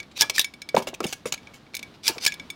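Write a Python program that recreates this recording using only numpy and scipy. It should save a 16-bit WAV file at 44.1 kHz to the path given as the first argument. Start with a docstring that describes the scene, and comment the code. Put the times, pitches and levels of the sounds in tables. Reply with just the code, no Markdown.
"""Inoculation tool and sawdust tub

A spring-loaded metal tool for plugging logs with sawdust is worked close by, on a quiet lawn.
Twice its plunger slides down, snaps against the stop, knocks the log and springs back.
In between, the tip is jabbed into a plastic tub, which thumps while the sawdust crunches.
The loose thumb lever clinks, metal clicks, fingers rustle, and wood creaks as the tip twists out."""
import sys
import numpy as np
from scipy import signal
from scipy.fft import rfft, irfft
from scipy.io import wavfile
from scipy.ndimage import uniform_filter1d

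SR = 44100
rng = np.random.default_rng(int(sys.argv[2]) if len(sys.argv) > 2 else 0)


def inscribe(sig):
    """Save sig as 16-bit PCM at rate SR to the path in sys.argv[1].

    A 1-D sig is mono; a 2-D sig holds one channel per row.
    Samples are clipped to [-1, 1] before scaling.
    """
    pcm = np.round(np.clip(np.atleast_2d(sig).T, -1, 1) * 32767)
    wavfile.write(sys.argv[1], SR, pcm.astype(np.int16))


N = 112454
T = np.arange(N // 5) / SR  # time within one short sound [s]
CRUNCH_GRAIN = 0.49  # roughness of crunches and rustles

# tone colour of steel on steel (frequency [Hz], level [dB])
STEEL_COLOUR = [(100, -34), (400, -12.5), (1800, -15.5), (2350, 3.5), (2900, -3.5), (3800, 2.5), (5200, 2),
                (7000, -3), (9500, -6.5), (16000, -12.5)]
# dull tone colour of the rattling tub and of packed sawdust (frequency [Hz], level [dB])
RATTLE_COLOUR = [(50, -28), (400, -3.5), (1200, -7), (1600, -14), (16000, -61.5)]


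def amp(db):
    """Turn decibels into a gain."""
    return 10 ** (np.asarray(db) / 20)


def fade(fade_s):
    """A blow dying away: it loses 60 dB over the fade time."""
    return amp(-60 * T / fade_s)


def onset(rise_s):
    """A brief rise while a contact builds up."""
    return 1 - np.exp(-T / rise_s)


def swell(rise_s):
    """A rounded push that peaks at the rise time and dies away."""
    progress = T / rise_s
    return (progress * np.exp(1 - progress)) ** 2


def noise(colour, tilt=0, peak_hz=1000, lift_db=0, size=len(T)):
    """Coloured noise of strength 1, with one lifted peak and a tilt in dB per octave above 1500 Hz."""
    freqs = np.maximum(np.arange(size // 2 + 1) * SR / size, 1)
    hz, db = np.array(colour).T
    shape_db = np.interp(np.log(freqs), np.log(hz), db)
    shape_db += tilt * np.log2(np.maximum(freqs, 1500) / 1500)
    shape_db += lift_db * np.exp(-(np.log2(freqs / peak_hz) / 0.14) ** 2)
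    hiss = irfft(amp(shape_db) * np.exp(2j * np.pi * rng.random(len(freqs))), size)
    return hiss / hiss.std()


def grains(depth):
    """The fast, uneven flutter of tiny catches and slips."""
    wobble = np.sqrt(40) * uniform_filter1d(rng.standard_normal(len(T)), size=40)
    gain = np.exp(depth * wobble)
    return gain / np.sqrt(np.mean(gain ** 2))


def ring(tones, tilt=0):
    """An object's own fading tones; each blow shares its force out anew, the high ones varying most."""
    out = np.zeros(len(T))
    for hz, db, fade_s in tones:
        scatter_db = 4.5 * min(hz / 4500, 1) * rng.standard_normal()
        tilt_db = tilt * np.log2(hz / tones[1][0])
        wave = np.sin(2 * np.pi * (hz * T + rng.random()))
        out += amp(db + scatter_db + tilt_db) * fade(fade_s) * wave
    return out


def resonate(sound, spread_db=3.5, width_hz=220):
    """The place of contact makes the metal favour some narrow bands of pitch, picked at random."""
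    freqs = np.arange(len(T) // 2 + 1) * SR / len(T)
    bumps = np.interp(freqs / width_hz, np.arange(256), rng.standard_normal(256))
    return irfft(rfft(sound) * amp(spread_db * bumps), len(T))


def steely(sound):
    """A sound coloured by the metal, then brought to strength 1."""
    coloured = resonate(sound)
    return coloured / coloured.std()


def friction(depth, tilt):
    """Grainy noise of rubbing on steel."""
    return resonate(noise(STEEL_COLOUR, tilt) * grains(depth))


def add(out, start, sound):
    """Mix a sound in at its start time in seconds."""
    i = int(start * SR)
    out[i:i + len(sound)] += sound[:N - i]


def air(level_db=-51.5, waver_db=1.68):
    """A quiet outdoor background that wavers slightly."""
    # tone colour of the open air (frequency [Hz], level [dB])
    colour = [(25, -5), (55, -5.5), (250, 0.5), (450, -9), (1100, -12.5), (2400, -19.5), (3800, -17.5),
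              (7500, -33.5), (16000, -43.5)]
    waver = np.interp(np.arange(N), np.linspace(0, N, 20), rng.standard_normal(20))
    return amp(level_db - waver_db * waver) * noise(colour, size=N)


def clinks_and_clicks():
    """Light, ringing clinks of the loose lever and a few hard, dry metal clicks."""
    # clinks and clicks (time [s], level [dB], tilt [dB per octave], relative ring level [dB])
    hits = [(.001, -30, -5, -5.5), (0.2971, -11.5, -2.5, -22), (0.3056, -30, 1, -32),
            (0.4444, -21, -2, -7.5), (0.5379, -36, -4, -6.5), (0.618, -28.5, -3.5, -8.5),
            (0.689, -26, -3.5, -8), (0.7647, -18, -6.5, -12.5), (1.004, -25, -2, -44),
            (1.066, -32.5, 5.5, -5), (1.377, -41.5, -4.5, -4), (1.4706, -36.5, -11, -7),
            (1.666, -51.5, -13, -0.5), (1.743, -27.5, -6.5, -10), (1.75, -21.5, 3, -20.5),
            (1.7672, -24, 2, -14), (1.7925, -28.5, -5.5, -20.5), (1.8282, -29.5, -2.5, -8.5),
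            (2.1814, -24, -8, -22), (2.3211, -29, -3, -3.5), (2.3403, -30, -2, -10),
            (2.3974, -32, -8.5, -3), (2.5017, -28.5, 1.5, -7.5)]
    # the lever's own tones (frequency [Hz], level [dB], fade time [s])
    lever_tones = [(1650, -17, 0.098), (2269, 1, 0.068), (2450, -9, 0.022), (3510, -0.5, 0.038),
                   (4570, -34.5, 0.11), (5290, -10.5, 0.099), (6630, -8.5, 0.045), (8170, -23.5, 0.065),
                   (8646, -23, 0.047), (9270, -14.5, 0.066)]
    out = np.zeros(N)
    for start, db, tilt, ring_db in hits:
        tick = steely(noise(STEEL_COLOUR, tilt)) * fade(0.024)
        ringing = amp(ring_db + 4.5) * ring(lever_tones, tilt)
        add(out, start, amp(db) * onset(0.00048) * (tick + ringing))
    return out


def fingers():
    """The hand rustles faintly as it changes its grip on the metal."""
    # fingers shifting on the handle (time [s], level [dB], rise time [s])
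    rustles = [(.028, -42, 0.0027), (.112, -50, 0.0063), (1.427, -52, 0.0034), (1.736, -41, 0.0012),
               (1.939, -53, .007)]
    out = np.zeros(N)
    for start, db, rise_s in rustles:
        add(out, start, amp(db) * np.sqrt(swell(rise_s)) * friction(CRUNCH_GRAIN, tilt=-9))
    return out


def plunger(release_s=0.0078):
    """Steel slides, growing louder and brighter, then cracks against the stop and rings the barrel."""
    # slides in the barrel (start [s], end [s], level at the end [dB], growth [dB])
    slides = [(0.152, 0.179, -32, 18.5), (0.179, 0.219, -22.5, 10.5), (0.332, 0.365, -26.5, 19),
              (0.364, 0.386, -29, 0.5), (2.028, 2.075, -25, 17), (2.199, 2.255, -25.5, 17)]
    # hits on the stops, with rebounds (time [s], relative level [dB], peak frequency [Hz],
    # peak lift [dB], fade time [s], relative ring level [dB])
    snaps = [(0.2096, -6.5, 5940, 3, 0.018, -24), (0.2185, -8.5, 5300, 8, 0.031, -19),
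             (0.226, -22, 5200, -5, 0.026, -3.5), (0.3812, -11, 1726, 32.5, 0.023, -42),
             (0.3933, -9.5, 3850, 7, 0.039, -29), (0.4126, -21, 3860, 8, 0.041, -53),
             (2.0789, -5, 5000, 9.5, 0.019, -29), (2.0872, -22, 4400, 2, 0.069, -11),
             (2.25, -10.5, 1480, 1.5, 0.0056, -39), (2.2517, -20, 5400, 2, 0.02, -46),
             (2.263, -9, 5010, 1, 0.033, -22), (2.2761, -18, 4900, 6, 0.028, -6)]
    # the barrel's own tones (frequency [Hz], level [dB], fade time [s])
    barrel_tones = [(1685, 7.5, 0.061), (2360, -10.5, 0.17), (3400, 7, 0.026), (5140, -6.5, 0.02),
                    (7000, -1, 0.034)]
    out = np.zeros(N)
    treble_cut = signal.butter(2, 8000, fs=SR, output="sos")
    for start, end, db, growth_db in slides:
        length = end - start
        force = amp(growth_db * (np.minimum(T / length, 1) - 1))
        force *= amp(-60 * np.maximum(T - length, 0) / release_s)
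        rub = friction(depth=0.27, tilt=-2.2)
        dull = signal.sosfiltfilt(treble_cut, rub)
        brightening = dull + np.sqrt(force) * (rub - dull)
        add(out, start, amp(db) * force * onset(0.0086) * brightening)
    for start, db, peak_hz, lift_db, fade_s, ring_db in snaps:
        crack = steely(noise(STEEL_COLOUR, 0, peak_hz, lift_db)) * fade(fade_s) * onset(0.00035)
        ringing = amp(ring_db) * ring(barrel_tones) * onset(0.0029)
        add(out, start, amp(db + 2.5) * (crack + ringing))
    return out


def log_knocks():
    """Each press ends in a hollow knock and the dull crunch of a sawdust plug squeezing into its hole."""
    # the packed plunger hitting the log (time [s], level [dB])
    knocks = [(.2150, -26.5), (2.0840, -29.5)]
    # the log's own tones (frequency [Hz], level [dB], fade time [s])
    log_tones = [(119.6, -15, 0.15), (903, 11, 0.061)]
    out = np.zeros(N)
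    for start, db in knocks:
        squeeze = amp(-8) * noise(RATTLE_COLOUR) * grains(CRUNCH_GRAIN) * np.sqrt(swell(0.013))
        hollow = ring(log_tones) * onset(0.0052)
        add(out, start, amp(db) * (hollow + squeeze))
    return out


def thumps(detune=0.03, tone_db=-10, tone_fade_s=0.15):
    """A cushioned knock; the soft tub walls rattle, shudder and ring, pitched a bit anew each time."""
    # the tip hitting the tub or log (time [s], level [dB], pitch [Hz], rise time [s])
    hits = [(0.297, -30, 506, 0.0016), (0.7442, -7.5, 516, 0.0031), (0.7659, -11, 562, 0.0021),
            (.7690, -5, 882, 0.0021), (0.7712, -21.5, 218, 0.0082), (.7990, -27, 647, 0.0049),
            (.8205, -32, 910, 0.0021), (0.871, -25, 554, 0.0037), (.8800, -33, 223, .005),
            (0.931, -36.5, 393, 0.0021), (1.0040, -15.5, 422, 0.0025), (1.0045, -24.5, 1310, 0.0032),
            (1.0387, -23, 376, 0.0069), (1.05, -21, 205, 0.0052), (1.2558, -19.5, 471, 0.0043),
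            (2.094, -31.5, 336, 0.0082)]
    # the tub's own tones (frequency [Hz])
    tub_pitches = [228, 388, 520, 640]
    # tone colour of the tub and its load shuddering (frequency [Hz], level [dB])
    shudder_colour = [(40, -19), (220, -5.5), (1600, -26), (16000, -61)]
    out = np.zeros(N)
    for start, db, hz, rise_s in hits:
        knock = swell(rise_s) ** 2 * np.sin(2 * np.pi * hz * T)
        tones = [(f * np.exp(detune * rng.standard_normal()), tone_db, tone_fade_s) for f in tub_pitches]
        shudder = amp(-10.5) * noise(shudder_colour) * onset(0.0048) * fade(0.12)
        walls = ring(tones) + noise(RATTLE_COLOUR) * fade(0.043) + shudder
        walls_db = -15.5 + 0.61 * db  # the walls grow louder more slowly than the knock
        add(out, start, amp(db) * knock + amp(walls_db) * onset(0.00043) * walls)
    return out


def sawdust():
    """Sawdust packs into the tip with short crunches; the grit sets the metal ringing."""
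    # crunches (time [s], level [dB], rise time [s], relative ring level [dB], peak frequency [Hz])
    crunches = [(.7500, -30, 0.0016, -38, 5240), (0.769, -29.5, 0.0084, -5, 2270),
                (0.8201, -40.5, 0.006, -3, 2280), (0.8702, -28, 0.0061, -11.5, 2130),
                (0.94, -33.5, 0.0036, -37, 2540), (1.028, -40, 0.0038, -25, 2750),
                (1.0402, -26, 0.0038, -19, 2830), (1.058, -41, 0.026, -19, 2260),
                (1.1251, -22, 0.003, -15, 2670), (1.2563, -29.5, 0.0018, -9, 2600),
                (1.265, -34.5, 0.0078, -25, 7100), (1.3221, -23, 0.0031, -15.5, 7430),
                (1.3360, -27.5, 0.0033, -23, 2280), (1.535, -49, 0.012, 6, 2860),
                (2.097, -42, 0.02, -10.5, 2720)]
    # tone colour of the grit (frequency [Hz], level [dB])
    grit_colour = [(200, -3), (1800, -7.5), (2750, 2.5), (4200, -1), (7000, 0.5), (8500, -10),
                   (16000, -14.5)]
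    # the metal tip's own tones (frequency [Hz], level [dB], fade time [s])
    tip_tones = [(1662, -9, 0.23), (2218, 11, 0.051), (2650, 11, 0.031), (5040, -19, .05),
                 (9380, -6, 0.087)]
    out = np.zeros(N)
    for start, db, rise_s, ring_db, peak_hz in crunches:
        grit = noise(grit_colour, peak_hz=peak_hz, lift_db=6.5) * grains(CRUNCH_GRAIN)
        crunch = np.sqrt(swell(rise_s)) * steely(grit)
        ringing = amp(ring_db) * ring(tip_tones) * onset(rise_s)
        add(out, start, amp(db) * (crunch + ringing))
    return out


def creak():
    """The wood gives a short, rough groan that falls in pitch as the pressure comes off."""
    # course of the creak as the tip twists out of the hole (time [s], pitch [Hz], level [dB])
    course = [(2.135, 1108, -49), (2.155, 857, -42), (2.167, 534, -34), (2.174, 450, -34),
              (2.189, 392, -59)]
    times, hz, db = np.array(course).T
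    start = times[0]
    pitch = np.interp(start + T, times, hz) * grains(depth=0.14)
    level = amp(np.interp(start + T, times, db, right=-np.inf)) * grains(depth=0.71)
    out = np.zeros(N)
    add(out, start, level * np.sin(2 * np.pi * np.cumsum(pitch) / SR))
    return out


def yard_echo(sound, level_db=-20):
    """The log pile and the ground scatter back a faint, short echo."""
    # tone colour of the echo (frequency [Hz], level [dB])
    colour = [(2500, 0.5), (16000, -12)]
    build_up = swell(0.00154).cumsum()
    echo = noise(colour) * fade(0.19) * build_up
    echo /= np.sqrt(np.sum(echo ** 2))
    return amp(level_db) * signal.fftconvolve(sound, echo)[:N]


def scene():
    """Tool, log and tub in the open air, in one channel."""
    near = plunger() + clinks_and_clicks() + log_knocks() + thumps() + sawdust() + fingers() + creak()
    return (near + yard_echo(near) + air())[None]


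def record(dry):
    """The microphone rounds the loudest peaks, then drops the deepest bass and the highest treble."""
    low_hz, top_hz = 41.7, 15900
    bass_cut = signal.butter(2, low_hz, "high", fs=SR, output="sos")
    treble_cut = signal.ellip(10, 0.2, 80, top_hz, fs=SR, output="sos")
    return signal.sosfilt(treble_cut, signal.sosfilt(bass_cut, np.tanh(dry)))


dry = scene()
out = record(dry)
inscribe(out)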